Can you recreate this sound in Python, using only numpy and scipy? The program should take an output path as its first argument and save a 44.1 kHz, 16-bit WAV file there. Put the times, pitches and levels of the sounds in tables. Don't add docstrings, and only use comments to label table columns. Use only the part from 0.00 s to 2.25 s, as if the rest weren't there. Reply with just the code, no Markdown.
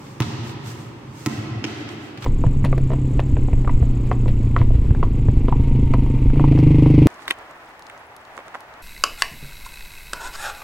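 import sys
import numpy as np
from scipy import signal
from scipy.fft import rfft, irfft, next_fast_len
from scipy.io import wavfile
from scipy.ndimage import uniform_filter1d

SR = 44100
rng = np.random.default_rng(int(sys.argv[2]) if len(sys.argv) > 2 else 0)


def int16_out(signal):
    q = np.round(np.clip(np.atleast_2d(signal).T, -1, 1) * 32767)
    wavfile.write(sys.argv[1], SR, q.astype(np.int16))


N = 99225

# start_s, crack_db, crack_top_hz, lead_db, slap_db, slap_tilt_db_per_octave, boom_db,
# shell_db, shell_tilt_db_per_octave, shell_attack_s, air_db, air_tilt_db_per_octave, echo_db,
# hall_boom_db, hall_crack_db, hall_tilt_db_per_octave
BLOWS = [(.2035, -5, 3820, -39, -25, 5, -7.5, -17, -15.5, 0.002, -31.5, -1.5, -9, -3, 1, 1.5),
         (1.2618, -4, 6170, -41, -23.5, 6, -13.5, -15, -8, 0.0096, -31, 1.5, -9.5, -3.5, 3, -3.5),
         (1.6414, -6.5, 3340, -33.5, -18, -3, -27, -18.5, 5, 0.0036, -38, 8.5, -5, -1.5, 3, 0)]
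NEAR_ECHO_S = [.0078, .0068, .0081]
TREBLE_LIMIT_HZ = [15000, 15000, 7800]
BOOM_HZ, BOOM_T60_S, BOOM_ATTACK_S = 123, 0.067, 0.0038
LEAD_S = 0.00287
LEFT_LAG_S, LEFT_DB = 0.00005, -2
AIR_HALL_DB = -1


def ball():
    out = np.zeros((2, N))
    for echo_s, limit_hz, blow in zip(NEAR_ECHO_S, TREBLE_LIMIT_HZ, BLOWS):
        (start_s, crack_db, top_hz, lead_db, slap_db, slap_tilt, boom_db,
         shell_db, shell_tilt, shell_attack_s, air_db, air_tilt, echo_db,
         hall_boom_db, hall_crack_db, hall_tilt) = blow
        spike = amp(crack_db) * crack(start_s, top_hz)
        air = amp(air_db) * air_ring(start_s, air_tilt)
        touch = amp(lead_db) * cover_slap(start_s - LEAD_S, slap_tilt)
        smack = amp(slap_db) * cover_slap(start_s, slap_tilt)
        bright = filtered(spike + air + touch + smack, lambda hz: 1 / np.sqrt(1 + (hz / limit_hz) ** 6))
        boom = amp(boom_db) * damped_mode(start_s, BOOM_HZ, BOOM_T60_S, BOOM_ATTACK_S)
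        low = boom + amp(shell_db) * shell_knock(start_s, shell_tilt, shell_attack_s)
        near = bright + low + amp(echo_db) * delayed(bright, echo_s)
        at_mics = amp([[LEFT_DB], [0]]) * delayed(near, np.array([[LEFT_LAG_S], [0]]))
        clap = filtered(spike, lambda hz: amp(hall_tilt * np.log2(np.maximum(hz, 600) / 2000)))
        into_hall = amp(hall_crack_db) * clap + amp(hall_boom_db) * low + amp(AIR_HALL_DB) * air
        out += at_mics + wall_echoes(bright) + hall_tail(into_hall[None])
    return out


def crack(start_s, top_hz, low_hz=740):
    impulse = signal.unit_impulse(N, round(start_s * SR))
    spike = signal.lfilter(*signal.butter(2, top_hz, fs=SR), impulse)
    spike = signal.lfilter(*signal.butter(1, low_hz, 'high', fs=SR), spike)
    return -spike / spike.max()


# frequency_hz, level_db
SLAP_SPECTRUM = [(200, -31), (500, 4), (900, -15), (2500, 5.5), (3800, -3), (6000, 0.5), (8500, -12),
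                 (10000, -10.5), (12500, -15), (16000, -19)]


def cover_slap(start_s, tilt):
    spectrum = [(hz, db + tilt * np.log2(max(hz / 3000, 1))) for hz, db in SLAP_SPECTRUM]
    return noise_burst(start_s, spectrum, t60_s=0.025)


# pitch_hz, level_db, t60_s
AIR_MODES = [(705, -7, .08), (810, -5, .08), (890, -2, .09), (1030, 0, .08), (1290, -1, .12),
             (1395, -5, .09), (1890, -2, .06), (2050, -4, .06), (2235, -7, .06), (2475, -6, .05),
             (2720, -5, .05), (3160, -7, .05), (3500, -10, .05)]


def air_ring(start_s, tilt):
    out = np.zeros(N)
    for hz, db, t60_s in AIR_MODES:
        gain = rng.choice([-1, 1]) * amp(db + tilt * np.log2(hz / 1500))
        out += gain * damped_mode(start_s, hz, t60_s, attack_s=0.00027)
    return out


# pitch_hz, level_db, t60_s
SHELL_MODES = [(226, -4.5, 0.036), (299.6, 2, 0.038), (378.4, -11.5, 0.08)]


def shell_knock(start_s, tilt, attack_s):
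    pivot_hz = SHELL_MODES[1][0]
    return sum(amp(db + tilt * np.log2(hz / pivot_hz)) * damped_mode(start_s + 0.001, hz, t60_s, attack_s)
               for hz, db, t60_s in SHELL_MODES)


# start_s, thud_db, tap_db, tap_t60_s
STEPS = [(0.067, -40, -42.5, .04), (0.2199, -46, -23.5, 0.059), (0.384, -23.5, -51, 0.045),
         (.494, -35, -37, 0.045), (0.661, -25, -38, 0.032), (0.832, -35, -60, 0.053),
         (1.377, -20.5, -52, 0.017), (1.503, -21.5, -44, .04), (1.556, -18.5, -58, .04),
         (1.8896, -58, -27, 0.022), (2.1746, -36, -36, 0.066), (2.2224, -27, -32.5, 0.1),
         (2.243, -33, -28.5, 0.039)]
# frequency_hz, level_db
TAP_SPECTRUM = [(150, -16), (500, 2), (900, 16.5), (2000, 11.5), (3500, 13.5), (5800, 3.5), (8000, -6),
                (10000, -5), (15000, -37)]
THUD_HZ, THUD_T60_S, THUD_ATTACK_S, STEP_HALL_DB = 109.4, 0.15, 0.0058, -3


def footfalls():
    steps = np.zeros((2, N))
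    for start_s, thud_db, tap_db, tap_t60_s in STEPS:
        steps += amp(thud_db) * damped_mode(start_s, THUD_HZ, THUD_T60_S, THUD_ATTACK_S)
        steps += amp(tap_db) * noise_burst(start_s, TAP_SPECTRUM, tap_t60_s)
    return steps + amp(STEP_HALL_DB) * hall_tail(steps)


# peak_s, width_s, level_db
SCUFFS = [(.08, 0.082, -52), (0.484, 0.034, -45), (0.691, 0.033, -42), (0.801, 0.072, -49.5),
          (1.191, 0.039, -53), (1.31, 0.091, -45), (1.8, 0.031, -54), (1.92, 0.025, -50.5),
          (2.05, 0.046, -53), (2.245, 0.024, -44)]
# frequency_hz, level_db
SCUFF_SPECTRUM = [(200, -10), (1000, 0), (2500, -3.5), (4500, -3.5), (8000, -4), (10000, -11.5),
                  (13000, -14.5), (16000, -22)]


def scuffs(grit_db=1):
    t = since(0)
    swells = sum(amp(db) * np.exp(-0.5 * ((t - peak_s) / width_s) ** 2) for peak_s, width_s, db in SCUFFS)
    flicker = unit_rms(uniform_filter1d(rng.standard_normal(N), size=90))
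    return swells * amp(grit_db * flicker) * unit_rms(diffuse_noise(SCUFF_SPECTRUM))


# delay_s, level_db
WALL_ECHOES = [(.056, -35), (.066, -36), (.12, -24)]


def wall_echoes(sound, band_hz=(770, 2300), jitter_s=0.00014):
    mids = signal.sosfilt(signal.butter(1, band_hz, 'band', fs=SR, output='sos'), sound)
    return sum(amp(db) * delayed(mids, delay_s + rng.normal(0, jitter_s, (2, 1)))
               for delay_s, db in WALL_ECHOES)


# frequency_hz, level_db
HALL_SPECTRUM = [(60, 2.5), (120, -0.5), (200, 4.5), (290, -1), (380, 5.5), (500, -1.5), (680, 3.5),
                 (1000, 2), (1600, 1), (2500, 1.5), (4000, 2.5), (6000, 3), (9000, 4.5), (15000, 3)]
# frequency_hz, t60_s
HALL_DECAY = [(100, 1.66), (350, 3.6), (1000, 2.53), (2500, 2.46), (5000, 1.55), (9000, 0.62),
              (15000, 0.67)]
HALL_DB, HALL_DELAY_S, HALL_BUILD_S, HALL_START_GAIN = 1.5, 0.021, 0.18, 0.6


def hall_tail(sound):
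    hz, frame_s, bands = signal.stft(diffuse_noise(HALL_SPECTRUM), SR, nperseg=256)
    dying = bands * decay(frame_s, curve_at(HALL_DECAY, hz)[:, None])
    tail = signal.istft(dying, SR, nperseg=256)[1][:, :N]
    t = since(HALL_DELAY_S)
    build_up = (t > 0) * (1 - (1 - HALL_START_GAIN) * np.exp(-t / HALL_BUILD_S))
    response = tail * build_up / np.sqrt(SR / 8)
    return amp(HALL_DB) * signal.fftconvolve(sound.mean(0)[None], response, axes=1)[:, :N]


# frequency_hz, level_db
WASH_SPECTRUM = [(15, -67), (25, -9), (70, -7), (134, -1), (180, -12.5), (301, -10), (489, -20.5),
                 (560, -17), (641, -29), (796, -19), (1160, -20.5), (1290, -22.5), (1520, -28),
                 (1700, -27.5), (3920, -35), (8590, -44.5), (16000, -59.5)]
WASH_DB, WASH_FALL_DB_PER_S = -37, 1


def hall_wash():
    return amp(WASH_DB - WASH_FALL_DB_PER_S * since(0)) * unit_rms(diffuse_noise(WASH_SPECTRUM))


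# frequency_hz, correlation
MIC_CORRELATION = [(30, 1), (120, .97), (280, 0.94), (600, 0.37), (1200, 0.04), (2500, 0.068),
                   (5000, -0.16), (12000, -0.015)]


def diffuse_noise(spectrum, left_db=-0.92):
    def mid_side_gains(hz):
        angle = np.arccos(np.clip(curve_at(MIC_CORRELATION, hz), -1, 1)) / 2
        return amp(curve_at(spectrum, hz)) * [np.cos(angle), np.sin(angle)]

    mid, side = filtered(rng.standard_normal((2, N)), mid_side_gains)
    return np.array([mid + side, mid - side]) * amp([[left_db], [0]])


def noise_burst(start_s, spectrum, t60_s):
    t = since(start_s)
    return unit_rms(diffuse_noise(spectrum)) * (t > 0) * decay(t, t60_s)


def damped_mode(start_s, hz, t60_s, attack_s):
    t = since(start_s)
    envelope = decay(t, t60_s) * (1 - np.exp(-t / attack_s)) ** 1.68
    return envelope / envelope.max() * np.sin(2 * np.pi * hz * t)


def amp(db):
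    return 10 ** (np.asarray(db) / 20)


def unit_rms(sound):
    return sound / np.sqrt(np.mean(sound ** 2) + 1e-20)


def curve_at(points, hz):
    point_hz, values = np.transpose(points)
    return np.interp(np.log(hz + 1), np.log(point_hz + 1), values)


def since(start_s):
    return np.maximum(np.arange(N) / SR - start_s, 0)


def decay(t, t60_s):
    return np.exp(-np.log(1000) * t / t60_s)


def filtered(sound, response):
    size = next_fast_len(N + SR // 2)
    hz = np.fft.rfftfreq(size, 1 / SR)
    return irfft(rfft(sound, size) * response(hz), size)[..., :N]


def delayed(sound, delay_s):
    return filtered(sound, lambda hz: np.exp(-2j * np.pi * hz * delay_s))


def scene():
    return ball() + footfalls() + scuffs() + hall_wash()


# frequency_hz, gain_db
MIC_RESPONSE = [(100, -0.5), (170, 1.5), (300, 0), (2600, 0), (3800, -2), (5800, 0), (8500, -1),
                (10000, -5), (12500, 1), (16000, 3.5)]
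LOW_CUT_HZ, MIC_TOP_HZ = 112, 15900


def record(dry):
    thinned = signal.lfilter(*signal.butter(2, LOW_CUT_HZ, 'high', fs=SR), dry)
    return filtered(thinned, lambda hz: amp(curve_at(MIC_RESPONSE, hz)) * (hz < MIC_TOP_HZ))


dry = scene()
out = record(dry)
int16_out(out)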